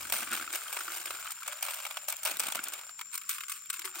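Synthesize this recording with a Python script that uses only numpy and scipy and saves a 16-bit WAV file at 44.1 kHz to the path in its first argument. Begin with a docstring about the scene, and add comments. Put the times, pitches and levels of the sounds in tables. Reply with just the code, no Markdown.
"""Shaking grain into a cardboard box

Outdoors, a hand shakes dry grain out of a thin plastic bottle. Each shake sets the grain sliding,
clumps slap the wall, the plastic snaps and knocks, and spilled grains tap the cardboard.
Insects shrill steadily behind; a close pair of microphone ports gives the stereo image."""
import sys
import numpy as np
from scipy import signal
from scipy.fft import rfft, irfft
from scipy.io import wavfile

SR = 44100
rng = np.random.default_rng(int(sys.argv[2]) if len(sys.argv) > 2 else 0)


def file_out(sig):
    """Save sig as 16-bit WAV at sys.argv[1]."""
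    # one column per channel
    cols = np.atleast_2d(sig).T
    # limit, then scale
    lim = np.clip(cols, -1, 1)
    pcm = np.round(lim * 32767).astype(np.int16)
    wavfile.write(sys.argv[1], SR, pcm)


N = 176400

# tone of the outdoor hush: frequency_hz, gain_db
HUSH_COLOUR = [(20,-19),(85,-14),(170,-5.5),(300,-13.5),(700,-15.5),(6000,-6.5),(16000,-18.5)]
# swells of the low rumble: time_s, level_db
RUMBLE_LEVEL = [(0,-64),(.45,-72),(.6,-82.5),(1.25,-74),(1.4,-87),(2.45,-79.5),(3,-92)]
# tone of the rumble: frequency_hz, gain_db
RUMBLE_COLOUR = [(20,-33),(64,8),(95,2.5),(200,-0.5),(600,-35)]
# blurred bands of distant insects: centre_hz, width_hz, level_db
INSECT_CHORUS = [(7330,300,-54),(5550,350,-66)]
# single insects holding a shrill note: pitch_hz, level_db
INSECT_NOTES = [(7153,-60),(7175,-59.5),(7215,-60),(7248,-61),(7304,-60.5),(7322,-59),(7414,-64)]
# loose grain trickling along the bottle: time_s, level_db
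TRICKLE_LEVEL = [(0,-39),(.23,-49),(.48,-46),(.68,-42),(1.15,-43),(1.4,-48.5),(1.58,-50),(1.76,-40.5),(2.02,-50),(2.2,-49.5),(2.45,-49.5),(2.75,-44.5),(2.95,-55),(3.42,-50),(3.66,-58),(4,-51)]
# shakes that set the grain sliding: start_s, level_db, decay_s
SHAKES = [(0.121,-27.5,0.08),(0.325,-30.5,0.07),(.53,-32.5,0.083),(0.724,-34.5,0.089),(0.912,-33,0.063),(1.055,-43,0.22),(1.476,-39.5,0.062),(1.625,-33,0.081),(2.076,-30.5,0.031),(2.248,-28.5,0.052),(2.396,-36,0.086),(3.123,-38,0.034),(3.294,-32,0.059),(3.49,-38,0.083),(3.73,-34.5,0.033),(3.843,-34,0.025),(3.943,-33.5,0.037)]
# hollow ring of the wall under the sliding grain, relative to the flow: time_s, gain_db
SLIDE_WALL_GAIN = [(1.2,-8),(2.2,-5.5),(2.35,-4),(2.75,-3),(3,-8.5)]
# bright click of the husks: frequency_hz, gain_db
HUSK_COLOUR = [(500,-23),(2000,-29.5),(3500,-8.5),(7700,-2.5),(8500,3.5),(10000,0.5),(11200,3.5),(15700,-1.5)]
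# hollow tone of the bottle wall: frequency_hz, gain_db
WALL_COLOUR = [(60,-39),(150,-11),(470,-8.5),(610,-1.5),(1150,1),(1550,1.5),(1880,-5.5),(2250,3.5),(3000,0.5),(4500,-7.5),(7000,-15.5),(16000,-43)]
# spilled grain landing in the box: time_s, level_db
SPILL_LEVEL = [(0,-51),(.25,-48),(.35,-40.5),(.48,-51.5),(.8,-49),(1.15,-45.5),(1.4,-59),(1.5,-48),(1.58,-51),(1.7,-52),(2.02,-61.5),(2.6,-49.5),(2.96,-64.5),(3.42,-62),(3.65,-67.5),(3.85,-48.5),(4,-60.5)]
# single louder taps on the box: start_s, strength_db
TAPS = [(0.294,-29),(.319,-18),(.334,-17.5),(.505,-25.5),(0.536,-17),(0.658,-30),(0.681,-20.5),(1.014,-26),(1.257,-23),(1.275,-21.5),(1.461,-22.5),(1.53,-21.5),(2.592,-18.5),(2.893,-27.5)]
# boxy tone of the cardboard: frequency_hz, gain_db
CARDBOARD_COLOUR = [(60,-52),(180,-13.5),(340,-5),(480,-22.5),(800,-16),(1000,-13.5),(1180,2),(1420,4),(1880,-7),(2400,-5),(7000,-17.5),(16000,-53)]
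# clumps hitting the bottle wall: start_s, strength_db, wall_send_db
CLUMPS = [(0.098, -21, -15.5), (0.1223, -12.5, -12), (0.2273, -23.5, -9), (0.313, -23.5, -14),
          (0.3298, -21, -14.5), (0.5269, -21.5, -17), (0.5552, -20, -15.5), (0.7268, -22, -11),
          (0.767, -25, -4), (0.8051, -25.5, -15), (0.9704, -23.5, -16), (1.055, -27.5, -8),
          (1.1053, -24.5, -6.5), (1.3059, -25, -16), (1.3176, -21, -21), (1.43, -29.5, -8.5),
          (1.4628, -32, -7), (1.477, -20, -12), (1.5229, -29, -6.5), (1.625, -14.5, -15.5),
          (1.6832, -30.5, -1), (1.7059, -24.5, -8), (1.7408, -22, -19), (1.8506, -25.5, -7),
          (1.8642, -26.5, -7), (1.9086, -27.5, -7), (1.9699, -22.5, -6.5), (2.085, -18, -29),
          (2.0979, -17, -25), (2.1234, -26, -6.5), (2.2315, -21, -18), (2.2499, -15, -18),
          (2.2706, -24.5, -12), (2.3118, -19, -15.5), (2.3955, -12, -22), (2.4001, -16, -15.5),
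          (2.4342, -22, -14.5), (2.4663, -22, -8.5), (2.4831, -21.5, -11), (2.5206, -19, -13),
          (2.5473, -21.5, -11.5), (2.5539, -19.5, -10), (2.567, -26.5, -10.5), (2.6379, -19, -28),
          (2.6668, -33.5, -4.5), (2.7347, -21, -16), (2.9907, -30.5, -8), (3.011, -26.5, -5.5),
          (3.128, -40, -6), (3.1414, -26, -16), (3.1515, -22, -15), (3.176, -23, -15.5), (3.2139, -32, -11),
          (3.2918, -15, -17.5), (3.3093, -23, -16), (3.3818, -30, -6), (3.4052, -26.5, -6.5),
          (3.435, -31, -5), (3.481, -27.5, -13), (3.496, -22, -16.5), (3.5183, -20, -15.5), (3.7, -17, -12),
          (3.7289, -24, -17), (3.792, -22.5, -12), (3.8177, -29.5, -9), (3.8536, -21, -14.5)]
# ringing modes of the plastic: pitch_hz, width_hz, gain_db
PLASTIC_MODES = [(2290,20,-4.5),(5940,83,-5),(8070,340,-1),(13500,110,1)]
# sharp snaps of the bottle under the fingers: start_s, strength_db
SNAPS = [(1.059,-9.5),(1.307,-14),(2.125,-7),(2.167,-11.5),(2.37,-8.5),(2.521,-13),(2.641,-13),(2.685,-8),(3.142,-12),(3.156,-7.5),(3.179,-9.5),(3.294,-8),(3.993,-10)]
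# hollow knocks of the shaken bottle: start_s, pitch_hz, peak_db
KNOCKS = [(1.465,585,-47),(1.512,607,-50.5),(2.243,615,-43),(2.296,315,-53.5),(3.78,330,-60),(3.839,365,-47.5),(3.951,340,-52)]
# moving lower edge of the rattle: time_s, cutoff_hz
LOW_EDGE = [(.42,196),(.64,415),(.85,315),(1.14,306),(1.43,970),(1.47,530),(2.25,527),(2.33,168),(2.62,167),(2.8,358),(3,880),(3.3,1043),(3.7,1078),(4,593)]
# phase between the two ports: frequency_hz, left_lead_rad
PORT_PHASE = [(2000,0),(3000,1.4),(3900,0.8),(4900,0.1),(8600,-.2),(10400,-2.8),(12300,-3.9),(13900,-6.2)]
# balance between the two ports: frequency_hz, left_minus_right_db
PORT_BALANCE = [(300,1.5),(700,-1),(1400,1.5),(2400,-0.5),(4400,2.5),(10000,0.5)]
# stereo width, from 0 (all direct) to 1 (half diffuse): frequency_hz, diffuseness
DIFFUSENESS = [(300,0.045),(700,0.19),(1300,0.14),(5200,0.69),(7400,0.79),(8600,0.1),(10000,0.26),(11300,0.013),(12800,0.17),(14500,.05)]

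WALL_RING_S, HUSK_RING_S, CARDBOARD_RING_S = 0.0025, 0.0012, 0.0021  # time to fall to 1 / e
ECHO_DECAY_S, ECHO_DB = 0.0077, -24.5  # short reflections inside the box
SPOT_LOW_HZ, SPOT_HIGH_HZ, SPOT_RING_S, SPOT_DB = 1091, 9930, 0.0038, -2  # each struck spot's own note


def undb(db):
    """Decibels to gain."""
    return 10 ** (np.asarray(db) / 20)


def curve(rows, t):
    """A control curve read at times t."""
    return np.interp(t, *np.array(rows, float).T)


def over_pitch(rows):
    """A table over log frequency, read at every spectral line."""
    hz, value = np.array(rows, float).T
    return np.interp(np.log(np.arange(N // 2 + 1) * SR / N + 1), np.log(hz), value)


def colour(x, rows):
    """An EQ curve scaled to unit power, minimum phase so that hits stay sharp."""
    gain = undb(over_pitch(rows))
    cepstrum = irfft(np.log(gain / np.sqrt(np.mean(gain ** 2))), N)
    cepstrum[1:N // 2] *= 2
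    cepstrum[N // 2 + 1:] = 0
    return irfft(rfft(x) * np.exp(rfft(cepstrum)), N)


def resonate(x, hz, width_hz):
    """One resonance with gain 1 at its centre."""
    return signal.lfilter(*signal.iirpeak(hz, hz / width_hz, fs=SR), x)


def strike(times, sizes, ring_s, body_colour, spots=96, length=1024):
    """Hits land on random spots of a body, each with its own brief ring; gives (direct, diffuse)."""
    age = np.arange(length) / SR
    decay = np.exp(-age / ring_s) + undb(ECHO_DB) * np.exp(-age / ECHO_DECAY_S)
    rings = rng.standard_normal((spots, 2, length)) * decay
    place = (np.arange(spots) + rng.random(spots)) / spots
    pitch = SPOT_LOW_HZ * (SPOT_HIGH_HZ / SPOT_LOW_HZ) ** place[:, None, None]
    note = np.exp(-age / SPOT_RING_S) * np.sin(2 * np.pi * (pitch * age + rng.random((spots, 2, 1))))
    rings += undb(SPOT_DB) * np.sqrt(pitch / SPOT_HIGH_HZ) * note
    rings /= np.sqrt(np.sum(rings ** 2, axis=-1, keepdims=True))
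    out = np.zeros((2, N + length))
    for at, gain, spot in zip((times * SR).astype(int), sizes, rng.integers(0, spots, len(times))):
        if 0 <= at < N:
            out[:, at:at + length] += gain * rings[spot]
    return colour(out[:, :N], body_colour)


def shower(per_s, scatter_db):
    """Times and sizes of a stream of unevenly falling grains, at unit power."""
    count = int(per_s * N / SR)
    jitter, size_draw = rng.random((count, 2)).T
    times = (np.arange(count) + 2 * jitter) / per_s
    sizes = undb(scatter_db * np.minimum(-np.log(1 - size_draw), 3.2))
    return times, sizes * np.sqrt(N / np.sum(sizes ** 2))


def outdoor_air(hush_db=-65):
    """A bed of faint outdoor hush over a low rumble that swells and sinks."""
    swell = undb(curve(RUMBLE_LEVEL, np.arange(N) / SR))
    rumble = colour(rng.standard_normal((2, N)), RUMBLE_COLOUR) * swell
    return rumble + colour(rng.standard_normal((2, N)), HUSH_COLOUR) * undb(hush_db)


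def insects(wander_hz=7, wander_step_s=0.05, left_lead_db=6):
    """A few insects hold shrill notes that wander slightly in pitch, over a blurred distant chorus."""
    freqs, t = np.arange(N // 2 + 1) * SR / N, np.arange(N) / SR
    out = np.zeros((2, N))
    for hz, width, db in INSECT_CHORUS:
        bell = np.exp(-2 * ((freqs - hz) / width) ** 2)
        band = irfft(rfft(rng.standard_normal((2, N))) * bell, N)
        out += band / band.std() * undb(db)
    steps = np.arange(0, N / SR, wander_step_s)
    wander = lambda: np.interp(t, steps, rng.standard_normal(len(steps)))
    for hz, db in INSECT_NOTES:
        phase = 2 * np.pi * np.cumsum(hz + wander_hz * wander()) / SR
        stereo_drift = np.array([wander(), wander()])
        out += undb(db) * np.sqrt(2) * np.sin(phase + stereo_drift)
    return out * undb(np.array([[1], [-1]]) * left_lead_db / 2)


def sliding_grain(rise_s=0.0066, full_flow_db=-44, husk_db=-1.5):
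    """Grain tumbles after every shake and trickles in between; a weak flow breaks up into ticks."""
    times, sizes = shower(per_s=2000, scatter_db=6)
    power = undb(curve(TRICKLE_LEVEL, times)) ** 2
    for start, db, decay in SHAKES:
        age = np.maximum(times - start, 0)
        power += (undb(db) * np.minimum(age / rise_s, 1) * np.exp(-age / decay)) ** 2
    # below full flow, fewer grains carry the power, so each stands out
    moving_share = np.minimum(np.sqrt(power) / undb(full_flow_db), 1)
    sizes = sizes * np.sqrt(power / moving_share) * (rng.random(len(times)) < moving_share)
    husks = strike(times, sizes * undb(husk_db), HUSK_RING_S, HUSK_COLOUR)
    wall = strike(times, sizes * undb(curve(SLIDE_WALL_GAIN, times)), WALL_RING_S, WALL_COLOUR)
    return husks + wall


def cardboard_patter(tap_boost_db=6):
    """Spilled grains patter on the cardboard, with a few louder taps as accents."""
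    times, sizes = shower(per_s=300, scatter_db=6)
    sizes *= undb(curve(SPILL_LEVEL, times))
    tap_s, tap_db = np.array(TAPS).T
    tap_sizes = undb(tap_db + tap_boost_db)
    return strike(np.r_[times, tap_s], np.r_[sizes, tap_sizes], CARDBOARD_RING_S, CARDBOARD_COLOUR)


def clump_slaps(grains=20, spread_s=0.0021, stray_s=0.007, stray_db=-17.5, scatter_db=2.5,
                husk_boost_db=12, wall_boost_db=20):
    """A clump lands within milliseconds amid stray grains: husks click, the wall and plastic ring."""
    start, db, wall_send_db = np.array(CLUMPS).T[:, :, None]
    order = (np.arange(grains) + rng.random((len(start), grains))) / grains
    times = start + spread_s * (np.sqrt(order) / 2 - np.log(1 - .95 * order))  # dense front, thin tail
    stray = np.arange(grains) % 2  # every other grain lands softly, early or late
    times = (times + stray * stray_s * rng.standard_normal(order.shape)).ravel()
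    sizes = undb(scatter_db * rng.standard_normal(order.shape) + stray * stray_db)
    sizes *= undb(db) / np.sqrt(np.sum(sizes ** 2, axis=1, keepdims=True))
    husks = strike(times, sizes.ravel() * undb(husk_boost_db), HUSK_RING_S, HUSK_COLOUR)
    wall = strike(times, (sizes * undb(wall_send_db + wall_boost_db)).ravel(), WALL_RING_S, WALL_COLOUR)
    hits = husks + wall
    return hits + sum(undb(gain_db) * resonate(hits, hz, width) for hz, width, gain_db in PLASTIC_MODES)


def plastic_snaps():
    """The thin plastic buckles under the fingers, one dry click at a time, as bright as the husks."""
    times, db = np.array(SNAPS).T
    return strike(times, undb(db), HUSK_RING_S, HUSK_COLOUR)


def bottle_knocks(rise_s=0.0096, decay_s=0.023, width_hz=52):
    """The tumbling mass of grain drives a short, rough, hollow note from the bottle."""
    out, age = np.zeros(2 * N), np.arange(SR // 4) / SR
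    for start, hz, db in KNOCKS:
        push = rng.standard_normal(len(age)) * np.minimum(age / rise_s, 1) * np.exp(-age / decay_s)
        note = resonate(resonate(push, hz, width_hz), hz, width_hz)
        at = int(start * SR)
        out[at:at + len(age)] += undb(db) * note / np.abs(note).max()
    return out[:N]


def moving_low_cut(x, order=28, leak_db=-30, ring_db=-2, ring_ratio=1.107, ring_width_share=0.039):
    """The rattle turns thinner and fuller as its lower edge moves, and rings hollow just above it."""
    frames = dict(fs=SR, nperseg=1024, noverlap=768)
    hz, t, spectrum = signal.stft(x, **frames)
    edge_ratio = (hz[:, None] + 1) / curve(LOW_EDGE, t)
    ring = 1 + undb(ring_db) / (1 + 1j * (edge_ratio / ring_ratio - 1) / ring_width_share)
    gain = ring / np.sqrt(1 + edge_ratio ** (-2 * order)) + undb(leak_db)
    return signal.istft(spectrum * gain, **frames)[1][:, :N]


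def microphone_ports(pair):
    """Direct and diffuse sound reach the two ports with different phase and level."""
    direct, diffuse = rfft(pair)
    side = np.array([[1], [-1]])  # left, right
    diffuse_share = np.clip(over_pitch(DIFFUSENESS), 0, 1) / 2
    stereo = np.sqrt(1 - diffuse_share) * direct + side * np.sqrt(diffuse_share) * diffuse
    balance = undb(side * over_pitch(PORT_BALANCE) / 2)
    phase_shift = np.exp(side * 1j * over_pitch(PORT_PHASE) / 2)
    return irfft(stereo * balance * phase_shift, N)


def scene():
    """Bottle and box up close, knocks dead centre, insects far off and leaning left."""
    rattle = moving_low_cut(clump_slaps() + plastic_snaps() + sliding_grain() + cardboard_patter())
    return microphone_ports(rattle + outdoor_air()) + bottle_knocks() + insects()


def record(dry, top_hz=15900):
    """A steep low-pass shaves off the highest treble."""
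    return signal.sosfilt(signal.ellip(10, .2, 70, top_hz, fs=SR, output="sos"), dry)


dry = scene()
out = record(dry)
file_out(out)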